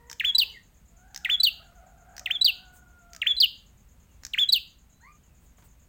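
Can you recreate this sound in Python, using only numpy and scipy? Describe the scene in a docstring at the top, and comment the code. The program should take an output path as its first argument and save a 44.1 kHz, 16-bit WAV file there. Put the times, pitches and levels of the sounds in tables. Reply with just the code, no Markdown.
"""A caged tailorbird in a walled yard sings five times, close to a phone: three bill snaps, then a dip,
a rising held note, a pip and a loud downward slide. Its gliding tones carry a rasp of air and a bright,
overdriven edge from the microphone; cage and walls echo them. Wings rustle and claws tap as it moves.
Behind it: a far rooster, wild birds, a thin steady chirping, low town rumble and one far vehicle."""
import sys
import numpy as np
from scipy import signal
from scipy.fft import rfft, irfft
from scipy.io import wavfile
from scipy.ndimage import uniform_filter1d

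SR = 44100
rng = np.random.default_rng(int(sys.argv[2]) if len(sys.argv) > 2 else 0)


def transcribe(signal):
    """Save signal, clipped to [-1, 1], as a 16-bit WAV file at the path in sys.argv[1]."""
    frames = np.atleast_2d(signal).T
    limited = np.clip(frames, -1, 1)
    pcm = np.round(limited * 32767).astype(np.int16)
    wavfile.write(sys.argv[1], SR, pcm)


N = 259308
T = np.arange(N) / SR


def tailorbird():
    """Bill snaps and four kinds of note, reflected by the cage and echoed by the yard."""
    # Each row: start in s, length in s, pitch factor at start, middle and end, then evenly spaced dB.
    dip_rows = [(0.196, 0.022, 1.06, 1.04, 0.91, -41.5, -22.0, -27, -23.5, -27.5, -36.5),
                (1.246, 0.023, 1.025, 0.91, 1.06, -39.5, -20, -29.5, -23, -29.5, -34),
                (2.257, 0.025, 1.02, 0.94, 1.07, -43.5, -19.5, -35, -34, -30.5, -46.5),
                (3.215, 0.021, 1.051, 1.04, 0.98, -53, -19, -26, -24.5, -34.5, -24),
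                (4.333, 0.024, 1.15, 1, 0.86, -47.5, -24, -29, -23.5, -49.5, -31.5)]
    hold_rows = [(0.2355, 0.081, 1.01, 0.99, 1.005, -42.0, -30.0, -18.0, -27.0, -26.0, -25.0, -25.0, -23.0, -23.0, -20.0, -24.0, -30.0),
                 (1.2875, 0.075, 0.941, 1.007, 1.013, -38.0, -30.0, -17.0, -31.0, -23.0, -22.0, -23.0, -21.0, -21.0, -21.0, -21.0, -32.0),
                 (2.298, 0.076, 0.95, 1.03, 1.01, -54.0, -30.0, -17.0, -29.0, -35.0, -40.0, -35.0, -35.0, -26.0, -29.0, -27.0, -22.0),
                 (3.2585, 0.073, 1.041, 0.996, 1.023, -44.0, -27.0, -15.0, -23.0, -23.0, -27.0, -25.0, -23.0, -19.0, -19.0, -26.0, -20.0),
                 (4.374, 0.078, 1.04, 0.992, 0.995, -41.0, -27.0, -19.0, -21.0, -21.0, -24.0, -20.0, -20.0, -19.0, -16.0, -28.0, -22.0)]
    pip_rows = [(0.348, 0.022, 0.985, 0.994, 1.02, -26.0, -12.0, -16.0, -18.0, -37.0),
                (1.398, 0.02, 1.014, 1.004, 1.01, -38.0, -17.0, -17.0, -19.0, -44.0),
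                (2.411, 0.023, 0.975, 1.002, 1.016, -30.0, -13.0, -14.0, -20.0, -33.0),
                (3.366, 0.028, 1.033, 1.013, 1.013, -31.0, -30.0, -29.0, -24.0, -31.0),
                (4.4875, 0.021, 1.021, 0.977, 0.994, -31.0, -15.0, -18.0, -21.0, -33.0)]
    slide_rows = [(0.382, 0.06, 1.01, 1.004, 0.985, -17.0, -16.0, -18.0, -16.0, -30.0, -25.0, -16.0, -27.0, -22.0, -42.0),
                  (1.432, 0.063, 0.98, 1.014, 1.01, -19.0, -14.0, -17.0, -16.0, -29.0, -23.0, -15.0, -25.0, -22.0, -35.0),
                  (2.444, 0.064, 0.99, 1.022, 0.975, -18.0, -15.0, -18.0, -13.0, -28.0, -23.0, -17.0, -23.0, -23.0, -31.0),
                  (3.401, 0.059, 1.015, 1.021, 1.03, -17.0, -15.0, -14.0, -20.0, -20.0, -16.0, -15.0, -12.0, -39.0, -17.0),
                  (4.521, 0.064, 1.005, 1.004, 0.99, -30.0, -15.0, -12.0, -21.0, -24.0, -27.0, -19.0, -28.0, -29.0, -32.0)]
    # Base pitch, evenly spaced over the note.
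    dip_hz = [4320, 2780, 2550, 2196, 1850, 1890]
    hold_hz = [1000, 1850, 3000, 3380, 3530, 3510, 3470, 3450, 3420, 3380, 3320, 3270, 3250]
    pip_hz = [4030, 3960, 3950, 3950]
    slide_hz = [4880, 4550, 4100, 3650, 3200, 2980, 2850, 2730, 2650]
    # Bright edge. Each row: pitch multiple, relative dB.
    # Odd multiples: microphone overload. Half multiples: the syrinx doubles its period.
    dip_edge = [(2, -29.5), (3, -34), (4, -47.5), (5, -51.5)]
    hold_edge = [(.5, -41), (1.5, -30.5), (2, -26), (2.5, -46), (3, -41), (4, -41), (4.5, -39.5)]
    pip_edge = [(1.5, -40.5), (2, -26.5), (2.5, -38.5), (3, -23.5), (3.5, -50.5), (4, -43)]
    slide_edge = [(2, -27), (3, -26), (4, -29.5), (5, -17)]
    # Cage floor and frame. Each row: delay in s, gain in dB.
    reflections = [(.0019, -20), (.0032, -14)]
    snaps = bill_snaps()
    dips, dips_send = notes(dip_rows, dip_hz, dip_edge, jitter=.01, rasp_db=-19, fade_s=.002)
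    holds, holds_send = notes(hold_rows, hold_hz, hold_edge, jitter=.0073, rasp_db=-27, fade_s=.0053)
    pips, pips_send = notes(pip_rows, pip_hz, pip_edge, jitter=.0043, rasp_db=-39, fade_s=.001)
    slides, slides_send = notes(slide_rows, slide_hz, slide_edge,
                                jitter=.0079, rasp_db=-20.5, fade_s=.002)
    song = snaps + dips + holds + pips + slides
    cage = sum(undb(db) * np.interp(T - delay_s, T, song, left=0) for delay_s, db in reflections)
    send = undb(-13.5) * snaps + undb(-10.5) * dips_send + undb(-17) * pips_send
    send += undb(-15) * (holds_send + slides_send)
    return song + cage + yard(send, t60_s=.35, gap_s=.005)


def notes(rows, shape_hz, edge_partials, jitter, rasp_db, fade_s):
    """Gliding tones with a bright, overdriven edge from the microphone, fading toward each note's end."""
    # Each row: frequency in Hz, gain in dB. The peak near 15 kHz is microphone resonance.
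    mic_colour = [(5500, -10), (8000, 3.5), (9500, -8), (10800, -26), (12000, -13), (13700, 7),
                  (15000, 4.5), (16300, -8)]
    rasp_colour = [(700, -25.5), (2500, -9.5), (5500, -7.5), (8000, 2.5), (9500, -10.5), (11000, -26.5),
                   (12500, -17), (14000, 6), (15300, 9), (16500, -5)]
    # Edge and rasp vary from phrase to phrase. Each row: time in s, gain in dB.
    brightness = [(.3, 2.5), (1.35, 2.5), (2.4, 0), (3.3, -2.5), (4.4, 3)]
    direct, send = np.zeros(N), np.zeros(N)
    for start_s, length_s, first, middle, last, *levels_db in rows:
        n = int(length_s * SR)
        u = np.linspace(0, 1, n)
        along = lambda values: np.interp(u, np.linspace(0, 1, len(values)), values)
        hz = uniform_filter1d(along(shape_hz), size=90, mode="nearest") * along([first, middle, last])
        hz *= 1 + jitter * walk(1500, size=8192)[:n]
        phase = 2 * np.pi * np.cumsum(hz) / SR
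        edge = sum(undb(db) * gain_at(k * hz, mic_colour) * (k * hz < SR / 2) * np.sin(k * phase)
                   for k, db in edge_partials)
        rasp = undb(rasp_db) * (1 - u) ** 3 * noise(rasp_colour, size=8192)[:n]
        bright_gain = undb(np.interp(start_s, *np.transpose(brightness)))
        tone = np.sin(phase) + bright_gain * (undb(-18 * u ** 4) * edge + rasp)
        gate = np.sin(np.pi / 2 * np.clip(np.minimum(u, 1 - u) * length_s / fade_s, 0, 1)) ** 2
        note = np.sqrt(2) * gate * tone
        # The close sound flutters in level from echo interference; a smoothed level feeds the yard echo.
        direct_db = along(levels_db)
        send_db = uniform_filter1d(direct_db, size=n // 2, mode="reflect")
        add(direct, start_s, undb(direct_db) * note)
        add(send, start_s, undb(send_db) * note)
    return direct, send


def bill_snaps():
    """The bill claps shut three times before each phrase."""
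    # Each row: start in s, relative peak in dB.
    snaps = [(0.0973, -30), (0.1126, -28), (0.1277, -29), (1.145, -26), (1.1598, -22), (1.1744, -29),
             (2.165, -33.5), (2.1785, -29.5), (2.1936, -29.5), (3.132, -32), (3.1475, -35), (3.1623, -30),
             (4.2339, -35), (4.249, -22.5), (4.265, -27)]
    # Each row: frequency in Hz, gain in dB.
    colour = [(300, -38.5), (900, -15.5), (1700, -1.5), (2800, -12.5), (4200, -6.5), (6000, 5), (7700, -7),
              (9500, -31), (11500, -28), (14200, -10), (16000, -16)]
    return undb(2) * clicks(snaps, colour, fall_s=.0013, ring_db=-16, ring_s=.005)


def wings():
    """Feathers rustle in quick strokes."""
    # Each row: start in s, length in s, level in dB.
    strokes = [(2.722, 0.086, -55), (5.39, .11, -66), (5.574, 0.055, -67), (5.632, 0.054, -58.5)]
    swell = sum(undb(db) * np.sin(np.pi * np.clip((T - start_s) / length_s, 0, 1))
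                for start_s, length_s, db in strokes)
    feathers = noise([(300, -12), (2000, -21), (5500, -24), (8000, -10),
                      (11000, -22), (14500, -13), (17000, -10)])
    return swell * feathers * undb(1.44 * walk(40))


def claws():
    """Claws tap the wooden perch and bars."""
    # Each row: start in s, peak in dB.
    taps = [(5.582, -49), (5.622, -48)]
    wood = [(300, -9.5), (1400, -4), (2500, -14.5), (8000, -24), (16000, -26)]
    return clicks(taps, wood, fall_s=.0027, ring_db=2, ring_s=.024)


def clicks(rows, colour, fall_s, ring_db, ring_s):
    """Small hard contacts: a noise crack and a short ring."""
    out, t = np.zeros(N), T[:2048]
    envelope = np.exp(-t / fall_s) + undb(ring_db) * np.exp(-t / ring_s)
    for start_s, db in rows:
        click = noise(colour, size=len(t)) * envelope
        add(out, start_s + .0014, undb(db) * click / np.abs(click).max())
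    return out


def rooster():
    """Far crowing; the hoarse throat spreads a rough band around each harmonic."""
    # The end of a crow, then a whole one. Rows as for far_call.
    crow_end = [(0, 460.6, -63, 2, 0.42), (.1, 475, -63.5, 3, 0.34), (.2, 460.6, -77.5, -0.5, .6),
                (.4, 471.6, -68, 8.5, 1), (.52, 470.6, -60.5, -1.5, 1), (.62, 393, -111, -4, 1)]
    crow = [(.9, 651, -76, -12.5, .3), (1.0, 726, -65.5, 3, .3), (1.12, 803, -63, 0.5, .6),
            (1.3, 804, -61.5, 11, 1), (1.42, 722, -68.5, 1.5, 1), (1.54, 700, -60, -1.5, 1),
            (1.7, 708.4, -65, 1.5, .6), (1.85, 715.4, -55, -8.5, .9), (1.96, 720, -61.5, -3.5, .8),
            (2.15, 727, -58.5, -4, .9), (2.35, 700, -62, -3.5, 1), (2.52, 725, -68.5, 4.5, .4),
            (2.66, 742, -63, 7.5, .15), (2.9, 716, -70, 8.5, .1), (3.1, 693.4, -61.5, 4, .15),
            (3.25, 619.5, -63.5, -0.5, .3), (3.36, 550, -73.5, -3, .5)]
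    calls = far_call(crow_end, third_db=-12.5, fourth_db=-3)
    calls += far_call(crow, third_db=-18, fourth_db=-25.5)
    times_s, *_, hoarseness = np.transpose(crow)
    return calls * (1 + undb(-9) * walk(420) * np.interp(T, times_s, hoarseness))


def wild_birds():
    """A rising yelp, short whistles and faint far slurs."""
    # One curve per call. Rows as for far_call.
    calls = [
        [(5.005, 700, -79, 16, .1), (5.025, 892, -64, 2, 0.13), (5.05, 1020, -57, 6, .1),
         (5.085, 1188, -51.5, -8, .1), (5.11, 1230, -53.5, -7, .1), (5.135, 1160, -73, -10, .1)],
        [(.485, 3090, -69, -32, .1), (.502, 3024, -33.5, -19, .1), (.515, 3010, -65, -28, .1)],
        [(.525, 2220, -70, -24, 0.16), (.545, 2150, -48, -35, 0.081), (.572, 1867, -46, -30, 0.063),
         (.585, 1800, -77, -30, .1)],
        [(4.05, 3070, -83.5, -26, .3), (4.12, 2780, -73, -24, .3), (4.2, 2500, -83, -30, .3)],
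        [(4.9, 3910, -81, -26, .1), (5.0, 4020, -73, -30.5, .1), (5.07, 4410, -73, -30, .1),
         (5.1, 4550, -82, -30, .1)],
        [(5.15, 2790, -82, -30, .2), (5.22, 3226, -78, -30, 0.17), (5.3, 2580, -75, -32.5, 0.18),
         (5.38, 2422, -84.5, -31, 0.21)],
    ]
    return sum(far_call(call, third_db=-34, fourth_db=-27) for call in calls)


def far_call(curve, third_db, fourth_db):
    """A distant call of four harmonics; hoarseness shakes pitch and level."""
    # Each row: time in s, pitch in Hz, relative level in dB, second harmonic in dB, hoarseness 0-1.
    times_s, *columns = np.transpose(curve)
    t = np.arange(times_s[0], times_s[-1], 1 / SR)
    hz, db, second_db, hoarseness = (np.interp(t, times_s, column) for column in columns)
    shake = (.004 + .085 * hoarseness) * walk(200, size=len(t))
    phase = 2 * np.pi * np.cumsum(hz * (1 + shake)) / SR
    gains = map(undb, [0, second_db, third_db, fourth_db])
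    tone = sum(gain * np.sin(k * phase) for k, gain in enumerate(gains, 1))
    out = np.zeros(N)
    add(out, times_s[0], tone * undb(db + 3.6 * hoarseness * walk(70, size=len(t))))
    return out


def chirping():
    """A tiny far caller repeats a pair of thin falling chirps."""
    top_hz, bottom_hz, level_db = 8000, 6240, -63.5
    first_s, period_s, length_s, spacing_s = .064, .1123, .019, .027
    out, u = np.zeros(N), np.linspace(0, 1, int(length_s * SR))
    sweep_hz = bottom_hz + (top_hz - bottom_hz) * (1 - u) ** 2
    for start_s in np.arange(first_s, N / SR, period_s):
        for k, (detune, accent) in enumerate(rng.standard_normal((2, 2))):
            phase = 2 * np.pi * np.cumsum(sweep_hz * (1 + .012 * detune)) / SR
            envelope = undb(level_db + 1.5 * accent) * np.sin(np.pi * u)
            add(out, start_s + k * spacing_s, envelope * np.sin(phase))
    return out


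def neighbours():
    """The far callers and their echo off the walls."""
    crows, birds, chirps = rooster(), wild_birds(), chirping()
    direct = undb(-1.5) * (crows + birds) + chirps
    send = undb(-3.5) * crows + undb(-3) * birds + undb(2) * chirps
    return direct + yard(send, t60_s=.19, gap_s=.003)


def yard(x, t60_s, gap_s, treble_db=-1.5):
    """Dense echoes from walls and paving; a little treble is scattered away."""
    t = T[:SR]
    tail = noise([(1500, 0), (5000, .017), (6500, treble_db), (16000, treble_db)], size=SR)
    tail *= undb(-60 * t / t60_s) * np.clip(t / gap_s - 1, 0, 1)
    song_band = np.abs(rfft(tail))[2500:5000]  # 1 Hz bins
    return signal.fftconvolve(x, tail / np.sqrt(np.mean(song_band ** 2)))[:N]


def vehicle():
    """A far vehicle's rumble swells and fades."""
    # Each row: time in s, level in dB.
    swell = [(0, -79.5), (1.6, -82.5), (2.1, -69), (2.45, -64), (2.9, -69.5), (3.3, -79), (5.9, -81)]
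    rumble = noise([(60, -11.5), (130, -3.5), (270, -7), (400, -12), (1200, -13.5), (4000, -43)])
    return rumble * undb(np.interp(T, *np.transpose(swell)))


def town(level_db=-56.5):
    """Low rumble and faint hiss, wavering slightly."""
    # Each row: frequency in Hz, relative density in dB.
    colour = [(20, -14), (38, -3.5), (55, 2), (72, -3), (100, -10), (170, -12), (240, -16.5), (320, -25),
              (1000, -30.5), (2500, -34), (5300, -41.5), (8000, -37), (10500, -44), (15000, -37)]
    return noise(colour) * undb(level_db + .6 * walk(4))


def undb(db):
    """Decibels to gain."""
    return 10 ** (np.asarray(db) / 20)


def gain_at(hz, points):
    """Gain of a (Hz, dB) curve on a log-frequency axis."""
    points_hz, db = np.transpose(points)
    return undb(np.interp(np.log(np.maximum(hz, 1)), np.log(points_hz), db))


def noise(points, size=N):
    """Unit noise with a (Hz, dB) colour."""
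    gains = gain_at(np.fft.rfftfreq(size, 1 / SR), points)
    y = irfft(rfft(rng.standard_normal(size)) * gains, size)
    return y / y.std()


def walk(rate_hz, size=N):
    """Random wander with a spread near 1."""
    values = rng.standard_normal(size + 2)
    return 1.2 * np.interp(np.arange(size) * min(rate_hz / SR, 1), np.arange(size + 2), values)


def add(out, start_s, sound):
    """Mix a sound in at a time."""
    i = max(int(start_s * SR), 0)
    out[i:i + len(sound)] += sound[:max(N - i, 0)]


def scene():
    """All sources at one microphone."""
    return (tailorbird() + neighbours() + wings() + claws() + vehicle() + town())[None]


def record(dry):
    """The phone cuts the top treble."""
    cutoff_hz = 16300
    return signal.sosfilt(signal.ellip(10, .2, 80, cutoff_hz, fs=SR, output="sos"), dry)


dry = scene()
out = record(dry)
transcribe(out)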